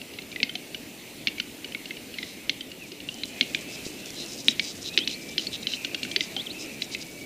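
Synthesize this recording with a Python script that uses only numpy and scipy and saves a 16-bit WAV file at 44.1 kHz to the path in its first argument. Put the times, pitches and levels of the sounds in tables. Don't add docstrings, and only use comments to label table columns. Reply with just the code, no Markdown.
import sys
import numpy as np
from scipy import signal
from scipy.fft import rfft, irfft, next_fast_len
from scipy.io import wavfile
from scipy.ndimage import uniform_filter1d, map_coordinates

SR = 44100
rng = np.random.default_rng(int(sys.argv[2]) if len(sys.argv) > 2 else 0)


def file_out(sig):
    cols = np.atleast_2d(sig).T
    lim = np.clip(cols, -1, 1)
    pcm = np.round(lim * 32767).astype(np.int16)
    wavfile.write(sys.argv[1], SR, pcm)


N = 319725

# start_s, peak_db, main_ring_hz, brightness_db
CLICKS = [(0.0144, -26.5, 2760, -13), (0.136, -33.5, 2880, -4), (0.186, -22, 2140, -14),
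          (0.2187, -30.5, 4150, -5), (0.315, -27.5, 3680, -13), (0.325, -31, 2350, -15),
          (0.3596, -20.5, 2020, -15), (0.401, -20, 1980, -20), (0.4295, -2.5, 2140, -6),
          (0.4927, -22, 3100, -15), (0.5528, -17, 3060, -8), (0.745, -20.5, 2908, -17.5),
          (1.271, -5, 2230, -4), (1.281, -18.5, 2780, -13), (1.381, -25, 2260, -11),
          (1.3988, -11.5, 3080, -14), (1.6437, -22.5, 2910, -16), (1.72, -28, 3040, -25),
          (1.747, -18.5, 2206, -32), (1.8553, -24, 2830, -13), (1.9067, -22, 2120, -39),
          (1.968, -29, 2900, -18), (2.139, -27, 2840, -7), (2.184, -20, 2120, -14.5),
          (2.2276, -20, 2020, -9), (2.4944, -4.5, 2160, 0), (2.607, -22, 3110, -13), (2.715, -27, 2860, -8),
          (2.9171, -26.5, 2830, 1), (3.002, -27, 2800, -7), (3.087, -19, 2790, -18),
          (3.2337, -17.5, 4030, -15), (3.4095, -0.5, 2196, -8.5), (3.4261, -23, 2830, -21),
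          (3.5467, -8.5, 2410, -11.5), (4.4827, 3.5, 3900, -9.5), (4.5946, -6, 2270, -12),
          (4.9753, 1, 3080, -3), (4.987, -11, 3050, -7), (5.0744, -9.5, 2980, 10), (5.3794, -6.5, 3080, 0),
          (5.393, -19.5, 2990, -5), (5.468, -19, 4380, -12), (5.669, -9.5, 3000, -7),
          (5.7348, -16.5, 3060, -14), (5.8466, -12.5, 2850, -7), (5.945, -13.5, 2810, -7.5),
          (6.0299, -16.5, 2800, -9), (6.049, -24.5, 1500, -28), (6.113, -19.5, 3250, -4),
          (6.1613, -3, 2090, 0), (6.2067, -7.5, 2050, -1), (6.364, -17.5, 3170, -7.5),
          (6.8198, -12.5, 3450, -4), (6.9468, -19, 2086, -15)]
# pitch_hz, level_db
PIPE_MODES = [(1457, 0.5), (2181, 6.5), (2700, 10.5), (3130, 10.5), (3650, 11), (4130, 19.5), (4650, 13.5),
              (5300, 8), (5760, 2.5), (6300, 6)]
# start_s, level_db, pitch_hz, swell_s
BUMPS = [(.552, -39, 720, .004), (3.8655, -24, 330, .0009), (6.364, -36, 780, .004)]
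# start_s, length_s, level_db (before the swell), centre_hz
STROKES = [(2.13, 0.22, -47, 4300), (3.707, 0.057, -41.5, 5120), (3.843, 0.03, -38.5, 4530),
           (3.916, 0.038, -52, 4780), (4.152, 0.094, -36, 4100), (4.272, 0.085, -40.5, 5200),
           (4.369, 0.058, -40, 4900), (4.45, 0.076, -36.5, 5340), (4.605, 0.12, -36, 4700),
           (4.809, 0.027, -39.5, 5370), (4.836, 0.063, -33, 4140), (4.926, 0.026, -38.5, 3800),
           (5.08, 0.064, -36.5, 4270), (5.21, 0.028, -43, 5000), (5.281, 0.018, -42, 5200),
           (5.372, 0.088, -38.5, 4430), (5.514, 0.052, -33, 3670), (5.624, 0.011, -35, 3930),
           (5.665, 0.098, -34.5, 4140), (6.19, 0.064, -38, 4830), (6.578, 0.076, -39, 5200),
           (6.805, 0.05, -41.5, 5600), (6.909, 0.044, -37, 4600), (6.996, 0.036, -38.5, 4700)]
# pitch_hz, width_hz, level_db
THROAT = [(2700, 630, -2.5), (3930, 330, 0), (4970, 400, -1.5), (5890, 1600, -1.5), (8950, 5500, -5)]
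# start_s (within it), length_s, first_hz, aim_hz, bend (no unit),
# level_db (before swell and flutter)
PHRASE = [(0, 0.056, 2955, 4620, 6.6, -34), (0.095, 0.0177, 4030, 2720, 0.88, -37),
          (0.131, .027, 3170, 4550, 0.43, -38.5)]
# start_s, gain_db
PHRASE_STARTS = [(4.995, 1), (6.365, 1.5)]
# same columns as the phrase, but start_s counts from the beginning of the scene
LONE_CHIRP = (2.795, .075, 2860, 2186, 1.1, -46)
# start_s, shape (a name), first_hz, level_db (before swell and flutter)
THRUSH_NOTES = [(3.1, "rise", 2840, -48.5), (3.29, "rise", 2380, -49.5), (3.564, "hold", 2627, -53),
                (4.895, "rise", 2417, -44), (5.05, "hold", 2350, -52), (5.639, "rise", 2530, -45),
                (5.749, "fall", 2635, -45.5), (5.906, "hold", 2364, -52.5), (6.53, "rise", 2470, -46),
                (6.619, "fall", 2546, -49.5), (6.85, "hold", 2266, -51.5), (7.12, "hold", 2290, -52)]
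# length_s, aim_over_first (pitch ratio)
NOTE_SHAPES = dict(rise=(.065, 1.12), fall=(.09, .87), hold=(.2, .99))
TICK_TIMES = [3.143, 3.256, 4.0592, 4.105, 4.2622, 4.335, 4.404, 4.446]
# time_s, pine_hum_db, hiss_db, far_chatter_db,
# heather_crackle_db (before colouring)
AIR_LEVELS = [(0, -45, -48.5, -49, -60), (2.3, -45.5, -48, -47, -58), (2.9, -47, -51.5, -50.5, -55),
              (3.5, -43.5, -47, -44, -47), (4.9, -44, -48, -47.5, -48.5), (6.3, -43, -47.5, -44.5, -48.5),
              (7.25, -44.5, -48.5, -50, -53)]
# pitch_hz, relative_level_db
HUM_COLOUR = [(20, -22.5), (136, -6.5), (280, 1), (517, -8.5), (608, -9.5), (1500, -31), (3300, -120)]
# pitch_hz, relative_level_db
CHATTER_COLOUR = [(1100, -13), (1600, -7), (2100, 2), (2700, 5), (3300, -1), (4100, -0.5), (5000, -10),
                  (8000, -37)]
# pitch_hz, relative_level_db
HISS_COLOUR = [(600, -78), (1200, 0.5), (6000, 5.5), (15000, 2.5)]
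# pitch_hz, side_over_mid_db
STEREO_WIDTH = [(40, -9), (380, -34.5), (2380, -42), (5980, -10), (15000, -4)]

RISE_S = 0.001241
CRACK_HZ, CRACK_S = 3300, 0.00017
CRACK_DB, CRACK_GROWS = 8.5, 0.5
MAIN_DB, BELOW_DB = 8, -3.5
RING_T60_S, SHUT_S = 0.027, 0.011
LOW_CUT_HZ = 1360
POP_LAG_S = 0.00489
PUFFS_PER_S = 590
CRACKLE_PER_S = 2700
TICK_DB = -32.5
TOP_HZ = 15300


def clicks():
    out = np.zeros(N)
    for start_s, db, main_hz, bright_db in CLICKS:
        add(out, start_s, amp(db) * snap(db, main_hz, bright_db))
        pop_hz = 300 * np.exp(0.16 * rng.standard_normal())
        add(out, start_s + POP_LAG_S, pop(-28 + 0.56 * db, pop_hz, swell_s=0.0034))
    for start_s, *bump in BUMPS:
        add(out, start_s, pop(*bump))
    return out


def snap(db, main_hz, bright_db):
    t = np.arange(SR // 20) / SR - RISE_S
    hz, level_db = np.transpose(PIPE_MODES)[:, :, None]
    chance = rng.standard_normal((3, len(PIPE_MODES), 1))
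    main = np.argmin(np.abs(hz - main_hz))
    hz = hz * main_hz / hz[main]

    tightness = np.clip((hz - 2500) / 1500, 0, 1)
    gain_db = level_db + 3 * chance[0] + bright_db * tightness
    gain_db[main] += MAIN_DB
    gain_db[:main] += BELOW_DB
    decay_s = RING_T60_S * np.exp(0.3 * chance[1])
    decay_s[main] *= 1.5

    modes = amp(gain_db - 60 * t / decay_s) * np.cos(2 * np.pi * hz * t + chance[2])
    ring = np.sum(modes, axis=0) * (t > 0)
    ring *= np.exp(-(t / SHUT_S) ** 4)
    ring *= 1 - np.exp(-np.abs(t) / 0.0003)
    crack = -np.cos(2 * np.pi * CRACK_HZ * t) * np.exp(-(t / CRACK_S) ** 2 / 2)
    click = ring / np.max(np.abs(ring)) + amp(CRACK_DB + CRACK_GROWS * db) * crack
    click = filtered(click, lambda f: 1 / (1 + (LOW_CUT_HZ / (f + 1)) ** 8))
    return click / np.max(np.abs(click))


def pop(db, hz, swell_s):
    t = np.arange(SR // 20) / SR
    swell = t / swell_s * np.exp(1 - t / swell_s)
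    return amp(db) * swell * np.sin(2 * np.pi * hz * t)


def strokes():
    out = np.zeros(N)
    for start_s, length_s, db, centre_hz in STROKES:
        u = np.linspace(0, 1, round(length_s * SR) + 64)
        wander = np.repeat(0.64 * rng.standard_normal(len(u) // 64 + 1), 64)[:len(u)]
        puff_count = np.floor(np.cumsum(PUFFS_PER_S / SR * np.exp(wander)))
        puffs = np.diff(puff_count, prepend=0) * amp(3.04 * rng.standard_normal(len(u)))
        breath = 9 * puffs + 0.35 * rng.standard_normal(len(u))
        scrape = unit(filtered(breath, lambda f: throat(f) * focus(f, centre_hz)))
        add(out, start_s, amp(db) * scrape * np.sin(np.pi * u ** 1.4) ** 0.5)
    return out


def throat(f):
    total = 0
    for k, (hz, width_hz, db) in enumerate(THROAT):
        resonance = 1j * f * width_hz / (hz * hz - f * f + 1j * f * width_hz)
        total = total + (-1) ** k * amp(db) * resonance
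    return total


def focus(f, centre_hz):
    hill = amp(-19 * np.log2((f + 1) / centre_hz) ** 2)
    return hill * (1 + 1.2 * np.exp(-((f - centre_hz) / 250) ** 2))


def songbird():
    out = np.zeros(N)
    for phrase_s, db in PHRASE_STARTS:
        for start_s, *glide in PHRASE:
            add(out, phrase_s + start_s, amp(db) * whistle(*glide))
    add(out, LONE_CHIRP[0], whistle(*LONE_CHIRP[1:]))
    return out


def whistle(length_s, first_hz, aim_hz, bend, db, waver_db=2.5):
    u = np.linspace(0, 1, round(length_s * SR) + 64)
    glide = 0.388 * u + 0.632 * u ** bend
    pitch_hz = first_hz + (aim_hz - first_hz) * glide
    tone = np.sin(2 * np.pi * np.cumsum(pitch_hz) / SR)
    flutter_db = waver_db * unit(uniform_filter1d(rng.standard_normal(len(u)), size=150))
    swell = np.abs(np.sin(np.pi * u)) ** 0.5
    return np.sqrt(2) * amp(db + flutter_db) * swell * tone


def thrush():
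    out = np.zeros(N)
    for start_s, shape, hz, db in THRUSH_NOTES:
        length_s, slur = NOTE_SHAPES[shape]
        add(out, start_s, whistle(length_s, hz, hz * slur, 1.0, db, waver_db=2.8))
    return out


def twigs():
    clumps_db = 2.8 * map_coordinates(rng.standard_normal(N // 1024 + 4), [np.arange(N) / 1024])
    grains = (rng.random(N) < CRACKLE_PER_S / SR) * rng.standard_normal(N)
    crackle = unit(grains * amp(clumps_db + 1.5 * rng.exponential(size=N)))
    time_s, *_, crackle_db = np.transpose(AIR_LEVELS)
    out = crackle * amp(np.interp(np.arange(N) / SR, time_s, crackle_db))
    burst = rng.standard_normal(200) * amp(-60 * np.arange(200) / SR / 0.0078)
    for start_s in TICK_TIMES:
        add(out, start_s, amp(TICK_DB + rng.normal(0, 1.5)) * burst)
    return filtered(out, lambda f: 2 * np.exp(-np.log2((f + 1) / 5800) ** 2 / 0.48))


def air():
    time_s, *levels_db, _ = np.transpose(AIR_LEVELS)
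    hum, hiss, chatter = (amp(np.interp(np.arange(N) / SR, time_s, db)) for db in levels_db)
    out = hum * rush(HUM_COLOUR, patchy_db=1.5)
    out += hiss * rush(HISS_COLOUR, patchy_db=1.6)
    return out + chatter * rush(CHATTER_COLOUR, patchy_db=2.5)


def rush(colour, patchy_db):
    z = signal.stft(rng.standard_normal((2, N)), nperseg=512)[2]
    patches = uniform_filter1d(rng.standard_normal(z.shape[1:]), size=5, axis=0)
    patches = uniform_filter1d(patches, size=10, axis=1)
    pair = signal.istft(z * amp(patchy_db * unit(patches)), nperseg=512)[1][:, :N]
    mid, side = filtered(pair, lambda hz: amp(along(colour, hz) + [0 * hz, along(STEREO_WIDTH, hz)]))
    return unit(np.array([mid + side, mid - side]))


def forest(x, db, t60_s, delay_s):
    hz, t, z = signal.stft(rng.standard_normal(SR), SR, nperseg=128)
    hurry = 0.5 + (hz[:, None] / 3500) ** 2
    tail = signal.istft(z * amp(-60 * t / t60_s * hurry), SR, nperseg=128)[1]
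    tail = np.pad(tail, (round(delay_s * SR), 0))
    return amp(db) * signal.fftconvolve(x, tail / np.linalg.norm(tail))[:N]


def amp(db):
    return 10 ** (np.asarray(db) / 20)


def unit(x):
    return x / np.sqrt(np.mean(x ** 2) + 1e-20)


def along(points, hz):
    f, v = np.transpose(points)
    return np.interp(np.log(hz + 1), np.log(f + 1), v)


def filtered(x, response):
    n = x.shape[-1]
    m = next_fast_len(n + SR // 4)
    return irfft(rfft(x, m) * response(np.fft.rfftfreq(m, 1 / SR)), m)[..., :n]


def add(track, start_s, sound):
    part = track[round(start_s * SR):][:len(sound)]
    part += sound[:len(part)]


def scene():
    near = clicks() + strokes() + songbird() + twigs()
    far = thrush()
    near_echo = forest(near, db=-21, t60_s=0.35, delay_s=0.012)
    far_echo = forest(far, db=0, t60_s=1.3, delay_s=0.04)
    return near + near_echo + far + far_echo + air()


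def record(dry):
    return filtered(np.clip(dry, -1, 1), lambda hz: hz < TOP_HZ)


dry = scene()
out = record(dry)
file_out(out)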